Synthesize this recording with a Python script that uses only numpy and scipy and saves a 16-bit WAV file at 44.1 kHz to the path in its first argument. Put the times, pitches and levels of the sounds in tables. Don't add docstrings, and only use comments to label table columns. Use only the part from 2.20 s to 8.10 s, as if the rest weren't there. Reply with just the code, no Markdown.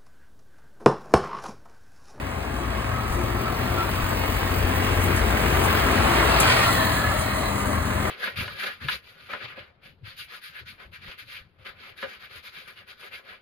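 import sys
import numpy as np
from scipy import signal
from scipy.fft import rfft, irfft, next_fast_len
from scipy.io import wavfile
from scipy.ndimage import map_coordinates

SR = 44100
rng = np.random.default_rng(int(sys.argv[2]) if len(sys.argv) > 2 else 0)


def inscribe(sig):
    pcm = np.round(np.clip(np.atleast_2d(sig).T, -1, 1) * 32767)
    wavfile.write(sys.argv[1], SR, pcm.astype(np.int16))


N = 260190

WHEELS_S, ENGINE_S = 3.56, 4.36
# [f/Hz, level/dB per Hz]
CLATTER_COLOUR = [(500, -19), (800, -6.5), (1050, 1.5), (1300, -0.5), (1550, -1.5), (2000, -3.5),
                  (2500, -8.5), (3400, -15), (6000, -41)]
# [f/Hz, level/dB per Hz]
SPIT_COLOUR = [(3000, -21), (6000, 2.5), (7800, 2), (10000, 4.5), (13000, 4.5), (16000, -38)]


def amp(db):
    return 10 ** (np.asarray(db) / 20)


def unit(x):
    return x / np.sqrt(np.mean(np.abs(x) ** 2) + 1e-20)


def along(points, hz):
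    f, v = np.transpose(points)
    return np.interp(np.log(hz + 1), np.log(f + 1), v)


def curves(rows):
    s, *cols = np.transpose(rows)
    return [np.interp(np.arange(N) / SR, s, c) for c in cols]


def wobble(rate):
    knots = rng.standard_normal(2048)
    return unit(map_coordinates(knots, [np.arange(N) * rate / SR], mode="wrap"))


def step(middle_s, half_s):
    return (1 + np.tanh((np.arange(N) / SR - middle_s) / half_s)) / 2


def swells(rows):
    t = np.arange(N) / SR
    power = sum((amp(db) * np.exp(-((t - s) / half_s) ** 2 / 2)) ** 2 for s, half_s, db in rows)
    return 10 * np.log10(power + 1e-12)


def decays(rows, attack_s):
    envelope = np.zeros(N)
    for s, db, t60 in rows:
        age = np.maximum(np.arange(N) / SR - s, 0)
        envelope += amp(db - 60 * age / t60) * (1 - np.exp(-age / attack_s))
    return envelope


def passing(closest_s, peak_db, near_s, rise_db, fall_db):
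    late = np.arange(N) / SR - closest_s
    doublings = np.log2(np.hypot(1, late / near_s))
    return peak_db - np.where(late < 0, rise_db, fall_db) * doublings


def head_on():
    return 1 - step(middle_s=1.3, half_s=0.11)


def hidden():
    return step(middle_s=4.53, half_s=0.11) - step(middle_s=5.77, half_s=0.11)


def filtered(x, response):
    size = next_fast_len(N + 8192)
    hz = np.fft.rfftfreq(size, 1 / SR)
    return irfft(rfft(x, size) * response(hz), size)[..., :N]


def bay(hz):
    # [f/Hz, width/Hz, level/dB]
    bay_modes = [(210, 42, -9.5), (259, 63, -2.5), (640, 175, -4.5), (1080, 290, -6), (1240, 72, -13),
                 (1910, 160, -8), (2164, 39, -1), (4050, 150, -10)]
    ringing = sum(amp(db) * 1j * hz * width / (mode * mode - hz * hz + 1j * hz * width)
                  for mode, width, db in bay_modes)
    return 1 + ringing


def rush(spectrum, gate=1, body=bay):
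    # [f/Hz, likeness/0-1]
    likeness = [(100, 1), (220, 1), (400, 0.77), (650, 0.47), (1200, 0.55), (2100, 0.58), (3000, 0.46),
                (4200, 0.12), (5300, 1), (6000, 1), (6800, 0.46), (8500, 1), (15000, 1)]

    def response(hz):
        turn = np.arccos(np.clip(along(likeness, hz), 0, 1)) / 2
        mid_side = np.array([np.cos(turn), np.sin(turn)])
        return amp(along(spectrum, hz)) * body(hz) * mid_side
    mid, side = filtered(gate * rng.standard_normal((2, N)), response)
    return unit(np.array([mid + side, mid - side]))


def bursts(cycles, share, life, scatter_db):
    sizes = amp(scatter_db * rng.standard_normal(1024))[cycles.astype(int) % 1024]
    dying = unit(sizes * np.exp(-(cycles % 1) / life))
    share = np.clip(share, 0, 1)
    return np.sqrt(1 - share + share * dying ** 2)


def patches(x, depth_db, width, length):
    z = signal.stft(x, nperseg=2048)[2]
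    field = rng.standard_normal(z.shape[1:])
    for axis, span in enumerate([width, length]):
        bell = np.exp(-(np.arange(-12, 13) / span) ** 2)
        field = signal.fftconvolve(field, np.expand_dims(bell, 1 - axis), mode="same")
    gain = unit(amp(depth_db * unit(field)))
    return signal.istft(z * gain, nperseg=2048)[1][:, :N]


def tone(cycles, level_db, rough_db, drift):
    phase = 2 * np.pi * cycles + drift * wobble(7.7)
    return amp(level_db + rough_db * wobble(13)) * np.sqrt(2) * np.sin(phase)


def whine(hz, level_db, rough, flutter_rate):
    def shake(rate):
        return wobble(rate) + 1j * wobble(rate)
    fray, fray_rate = 0.6, 260
    flutter = unit(1 + rough * (shake(flutter_rate) + fray * shake(fray_rate)))
    line = np.exp(2j * np.pi * np.cumsum(hz) / SR)
    return amp(level_db) * np.sqrt(2) * np.real(flutter * line)


def exhaust(firings):
    # [t/s, half-length/s, level/dB, order]
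    drone_swells = [(0, 0.21, -36.5, 6), (1.1, 0.6, -40, 6), (0.72, 0.055, -33.5, 8), (1.337, 0.36, -35, 8),
                    (2.05, 0.23, -37, 3), (2.9, 0.3, -38, 3), (2.5, 0.56, -30.5, 6),
                    (2.548, 0.35, -38.5, 17), (2.898, 0.091, -29.5, 6), (3.45, 0.37, -36.5, 6),
                    (3.45, 0.098, -41, 8), (3.53, 0.052, -33.5, 15), (4.544, 0.55, -34, 8),
                    (4.8, 0.33, -35.5, 6), (5.544, 0.36, -34.5, 15), (5.638, 0.22, -31, 6),
                    (5.75, .3, -36.5, 8)]
    # [t/s, half-length/s, level/dB]
    hum_swells = [(.48, 0.13, -32), (1.03, 0.12, -32), (2.1, 0.38, -40), (3.08, 0.14, -28),
                  (3.35, 0.17, -32), (4.0, 0.091, -26), (4.2, 0.14, -29)]
    turns = firings / 3
    drone = sum(tone(round(order) * turns, swells([(s, half_s, db)]), rough_db=0.8, drift=0.1)
                for s, half_s, db, order in drone_swells)
    hum_hz, hum_rest_db = 60, -40.3
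    hum_db = 20 * np.log10(np.hypot(amp(hum_rest_db), amp(swells(hum_swells))))
    hum = tone(hum_hz * np.arange(N) / SR, hum_db, rough_db=-1, drift=0.11)
    return drone + hum


def puffs(firings, uneven, rough):
    # [f/Hz, level/dB]
    pipe_colour = [(60, -38), (130, -0.5), (200, 4.5), (300, 2.5), (450, -5.5), (900, -26)]
    at = np.flatnonzero(np.diff(np.floor(firings)))
    cylinders = 1 + uneven * unit(rng.standard_normal(6))
    train = np.zeros(N)
    train[at] = np.resize(cylinders, len(at)) + rough * rng.standard_normal(1024)[:len(at)]
    return unit(filtered(train, lambda hz: amp(along(pipe_colour, hz)) * bay(hz)))


def engine(firings):
    # [f/Hz, level/dB per Hz]
    rumble_colour = [(15, -40), (30, -16), (40, -7), (48, -2), (65, -2.5), (85, 1), (110, -4.5),
                     (135, -3.5), (170, -14.5), (300, -49)]
    knock_colour = [(90, -25), (160, -0.5), (250, 0), (400, -1.5), (500, -3.5), (720, -2), (900, -2.5),
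                    (1400, -27.5)]
    grille_colour = [(1500, -15.5), (2500, 5), (3100, 0), (4200, -6), (5000, -5.5), (6200, -17),
                     (9000, -49)]
    # [t/s, half-length/s, level/dB]
    clatter_surges = [(4.01, .025, -27.5), (4.29, .08, -26.5), (5.82, .05, -33)]
    grille_surges = [(4.322, .02, -25), (4.3, .07, -28)]

    pipe_s = 3.55
    rumble_db = passing(pipe_s, peak_db=-27.5, near_s=0.62, rise_db=2.5, fall_db=3.0)
    pipe_db = passing(pipe_s, peak_db=-36.0, near_s=0.77, rise_db=2.5, fall_db=1.0)
    knock_db = passing(ENGINE_S, peak_db=-26.5, near_s=0.56, rise_db=2.0, fall_db=2.0) - 2.5 * hidden()
    clatter_db = passing(ENGINE_S, peak_db=-24.0, near_s=0.4, rise_db=3.5, fall_db=2.5) - 3.2 * hidden()
    grille_db = passing(ENGINE_S, peak_db=-25, near_s=0.16, rise_db=3.0, fall_db=5.0)
    grille_db = grille_db - 3.5 * hidden() - 3 * head_on()

    pipe = amp(pipe_db) * puffs(firings, uneven=0.36, rough=0.14)
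    rumble = amp(rumble_db + 0.15 * wobble(11)) * rush(rumble_colour)
    knock_gate = bursts(firings, share=0.15, life=0.59, scatter_db=3)
    knock = amp(knock_db) * rush(knock_colour, knock_gate)
    clatter_gate = bursts(firings, share=0.12, life=0.39, scatter_db=3)
    clatter_gain = np.hypot(amp(clatter_db + 0.71 * wobble(20)), amp(swells(clatter_surges)))
    clatter = clatter_gain * rush(CLATTER_COLOUR, clatter_gate)
    grille_gate = bursts(firings, share=0.24, life=0.7, scatter_db=1.5)
    grille_gain = np.hypot(amp(grille_db + 0.75 * wobble(22)), amp(swells(grille_surges)))
    grille = grille_gain * rush(grille_colour, grille_gate)
    roar = patches(knock + clatter + grille, depth_db=2, width=1.3, length=2.8)

    coast_db = -4
    load = amp(coast_db * (1 - step(middle_s=0.24, half_s=0.34)))
    return exhaust(firings) + load * (pipe + rumble + roar)


def tyres():
    # [f/Hz, level/dB per Hz]
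    tyre_colour = [(200, -33), (280, -10), (370, -1.5), (440, -0.5), (520, -6), (700, -17), (950, -9),
                   (1200, -13), (1600, -21), (2300, -7.5), (2700, -14), (4500, -29)]
    roll_db = passing(WHEELS_S, peak_db=-30.5, near_s=1.0, rise_db=8.5, fall_db=29)
    return amp(roll_db) * rush(tyre_colour)


def drive(speed):
    # [t/s, f/Hz]
    gear_pitch = [(1.5, 352), (2.9, 345), (3.4, 360), (4, 334)]
    belt_pitch = [(.5, 1280), (.8, 1280), (1.05, 1298), (1.24, 1320), (1.31, 1298), (1.43, 1372),
                  (1.6, 1345), (1.74, 1335), (1.85, 1250), (4.49, 1360)]
    # [t/s, f/Hz]
    pulley_pitch = [(4.05, 2170), (4.25, 2030), (4.45, 1860), (4.6, 1755), (4.75, 1700), (4.9, 1715)]
    # [t/s, level/dB]
    gear_swells = [(.45, -37), (1.05, -35.5), (1.55, -37), (2.4, -40), (2.88, -34), (3.38, -36.5),
                   (3.98, -33)]
    # [t/s, half-length/s, level/dB]
    belt_swells = [(1.15, .45, -39.5), (0.79, 0.05, -34), (1.28, 0.035, -34), (1.47, .05, -40),
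                   (1.605, .026, -29), (1.72, .025, -39), (1.88, .06, -40), (4.49, .018, -27)]
    rub_swells = [(1.2, 0.81, -38)]
    pulley_swells = [(3.1, .3, -42), (4.02, 0.06, -33), (4.47, .05, -32), (4.63, 0.055, -32),
                     (4.85, 0.065, -32), (5.75, 0.24, -44)]

    gear_half_s = 0.12
    gear_db = swells([(s, gear_half_s, db) for s, db in gear_swells])
    gear = whine(curves(gear_pitch)[0], gear_db, rough=0.41, flutter_rate=25)
    belt = whine(curves(belt_pitch)[0], swells(belt_swells), rough=0.45, flutter_rate=45)
    rub_hz = np.full(N, 1119)
    rub = whine(rub_hz, swells(rub_swells), rough=4, flutter_rate=240)
    pulley_hz, = curves(pulley_pitch)
    pulley_db, lower_order_db = swells(pulley_swells), -3
    pulley = whine(pulley_hz, pulley_db, rough=0.8, flutter_rate=70)
    pulley_low = whine(pulley_hz * 3 / 4, pulley_db + lower_order_db, rough=1.1, flutter_rate=70)
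    fan_db = passing(ENGINE_S, peak_db=-37, near_s=0.74, rise_db=5, fall_db=2.0)
    fan_ratio = 15.3
    fan = whine(fan_ratio * speed, fan_db, rough=1.5, flutter_rate=60)
    return gear + belt + rub + pulley + pulley_low + fan


def jolts():
    # [t/s, level of the bell/dB, f/Hz]
    jolt_rows = [(.911, -19, 65), (.962, -18, 69), (1.043, -16.5, 85), (1.109, -22, 96), (1.514, -21, 92),
                 (1.84, -19, 55), (2.413, -20, 75), (2.447, -17.5, 70), (2.721, -19, 70), (4.877, -23, 91),
                 (5.289, -23, 65)]
    t = np.arange(N) / SR
    half_s = 0.0064
    return sum(amp(swells([(s, half_s, db)])) * np.sin(2 * np.pi * hz * (t - s))
               for s, db, hz in jolt_rows)


def air(firings):
    # [f/Hz, level/dB per Hz]
    hiss_colour = [(3500, -41), (5500, -4.5), (7000, 4), (8700, 2.5), (10500, 6), (12500, -7), (16000, -10)]
    fizz_colour = [(5000, -10), (8000, -11.5), (12000, -4.5), (14500, 2.5), (16000, 0)]
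    # [t/s, half-length/s, level/dB]
    chuffs = [(.935, .022, -42), (1.01, 0.034, -47), (2.562, 0.014, -41), (2.64, 0.019, -41.5),
              (2.838, 0.027, -36), (3.36, .06, -42), (3.45, .016, -33.5), (3.955, 0.025, -37.5)]
    leaks = [(2.32, 0.16, -49), (2.3, 0.94, -38), (2.845, .012, -35), (3.5, 0.21, -35), (4.5, 0.13, -38.5),
             (4.66, .008, -30.5)]
    # [t/s, level/dB, t60/s]
    spits = [(2.9602, -31, 0.18), (4.2009, -14.5, 0.068), (4.216, -27, .07)]

    hiss_db = passing(ENGINE_S, peak_db=-33.5, near_s=0.096, rise_db=3.0, fall_db=2.5)
    hiss_db = hiss_db - 4 * head_on()
    fizz = amp(passing(ENGINE_S, peak_db=-35.0, near_s=0.37, rise_db=6.5, fall_db=5.5))
    leak = amp(swells(leaks))
    both = np.hypot(fizz, leak)
    fizz_share, leak_share = 0.07, 0.48
    share = (fizz_share * fizz ** 2 + leak_share * leak ** 2) / both ** 2
    gate = bursts(firings, share, life=0.38, scatter_db=1.0)
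    hiss_gain = amp(hiss_db + 1.4 * wobble(20) + 0.84 * wobble(90))
    hiss = hiss_gain * rush(hiss_colour, gate ** 0.1)
    sputter = both * amp(1.2 * wobble(35)) * rush(fizz_colour, gate)
    chuff_gain = amp(swells(chuffs) + 1.6 * wobble(120))
    valves = (decays(spits, attack_s=0.00063) + chuff_gain) * rush(SPIT_COLOUR)
    return patches(hiss + sputter, depth_db=1.6, width=1.6, length=1.1) + valves


def underbody(firings):
    under_db = passing(WHEELS_S + 0.1, peak_db=-29.5, near_s=0.6, rise_db=6, fall_db=14)
    knocks = bursts(firings, share=0.5, life=0.3, scatter_db=2)
    rattle = bursts(4 * firings, share=0.4, life=0.35, scatter_db=1.5)
    noise = rush(CLATTER_COLOUR, knocks * rattle, body=np.ones_like)
    return amp(under_db) * patches(noise, depth_db=2.2, width=1.3, length=2.5)


def pings():
    # [t/s, level/dB, f/Hz]
    ping_rows = [(1.8916, -30.5, 7970), (4.9916, -23.5, 8770)]
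    t = np.arange(N) / SR
    t60_s = 0.039
    return sum(decays([(s, db, t60_s)], attack_s=0.0005) * np.sin(2 * np.pi * hz * t)
               for s, db, hz in ping_rows)


def grit(rate, life):
    t = np.arange(N) / SR
    cracks = (rng.random(N) < rate / SR) * np.minimum(rng.exponential(1, N), 2)
    ticks = signal.fftconvolve(cracks, np.exp(-t[:SR // 8] / life))[:N]
    grit_db = passing(WHEELS_S, peak_db=-50.5, near_s=0.93, rise_db=15, fall_db=10)
    return amp(grit_db) * rush(SPIT_COLOUR, ticks)


def fan_wash():
    # [f/Hz, level/dB per Hz]
    wash_colour = [(200, -24), (340, 2), (480, -0.5), (620, 3.5), (820, 5), (1100, 0.5), (1480, 1),
                   (2150, -6), (2700, -25.5), (4000, -48)]
    wash_db = passing(closest_s=4.1, peak_db=-24.5, near_s=0.36, rise_db=5.5, fall_db=11.5)
    noise = rush(wash_colour, body=np.ones_like)
    return amp(wash_db) * patches(noise, depth_db=2, width=1.2, length=4)


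def intake(firings):
    # [f/Hz, level/dB per Hz]
    intake_colour = [(2300, -25), (3100, 6), (3600, 2), (4200, 10), (4900, -7), (6200, -42), (8000, -45)]
    intake_db = passing(ENGINE_S, peak_db=-32.5, near_s=0.25, rise_db=11, fall_db=6.0)
    gulps = bursts(firings, share=0.33, life=0.4, scatter_db=2)
    return amp(intake_db) * patches(rush(intake_colour, gulps), depth_db=3.2, width=1.8, length=2.5)


def moving_resonances():
    # [t/s, f/Hz, level/dB]
    upper = [(4.1, 2550, -50), (4.22, 2460, -30), (4.33, 2300, -30), (4.43, 2100, -30), (4.52, 1950, -31),
             (4.64, 1780, -35), (4.75, 1660, -33.5), (4.92, 1720, -36), (5.02, 1850, -48),
             (5.22, 2000, -40), (5.4, 2050, -55)]
    lower = [(4.15, 1650, -48), (4.3, 1540, -28.5), (4.38, 1400, -34), (4.42, 1090, -28), (4.55, 1080, -32),
             (4.68, 1010, -34), (4.78, 1230, -39), (4.92, 1300, -33), (5.05, 1330, -48)]
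    return sum(whine(*curves(track), rough=4, flutter_rate=130) for track in (upper, lower))


def scene():
    # [t/s, firings of the six cylinders per s]
    engine_speed = [(.1, 44), (.4, 43.5), (.72, 42), (1, 44.8), (1.55, 46.3), (2.1, 46.5), (2.4, 45.6),
                    (2.7, 46.4), (3, 45.2), (3.45, 44.8), (3.75, 43.5), (4.15, 44.6), (4.55, 43),
                    (4.8, 40.4), (5.1, 41), (5.4, 40.2), (5.8, 40.6)]
    speed, = curves(engine_speed)
    firings = np.cumsum(speed) / SR
    road = tyres() + jolts() + pings() + grit(rate=51, life=0.0051)
    rear = engine(firings) + underbody(firings) + fan_wash() + intake(firings)
    return rear + road + drive(speed) + air(firings) + moving_resonances()


def record(dry):
    # [f/Hz, left minus right/dB]
    balance = [(60, 5.5), (160, 4.5), (300, 6), (480, 10.5), (700, 5.5), (1000, 1.5), (1500, 0), (2100, -2),
               (2800, 1), (7000, -0.5)]
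    # [f/Hz, lead of the left/rad]
    lead = [(20, 0), (150, -0.1), (300, -0.54), (480, -0.6), (750, -1.9), (1200, -1), (1750, -0.4),
            (2100, 1.5), (2550, 3), (4000, 1.5), (5000, 2.5), (6200, 4), (7700, 5.5), (9400, 7),
            (11200, 9.5), (12600, 9.6), (14200, 12.5), (16000, 11.5)]
    top_hz = 16000

    def left_right(hz):
        sides = np.array([[1], [-1]]) / 2
        gains = amp(sides * along(balance, hz))
        gains = gains / gains.mean(axis=0)
        return gains * np.exp(1j * sides * along(lead, hz)) * (hz < top_hz)
    return filtered(dry, left_right)


dry = scene()
out = record(dry)
inscribe(out)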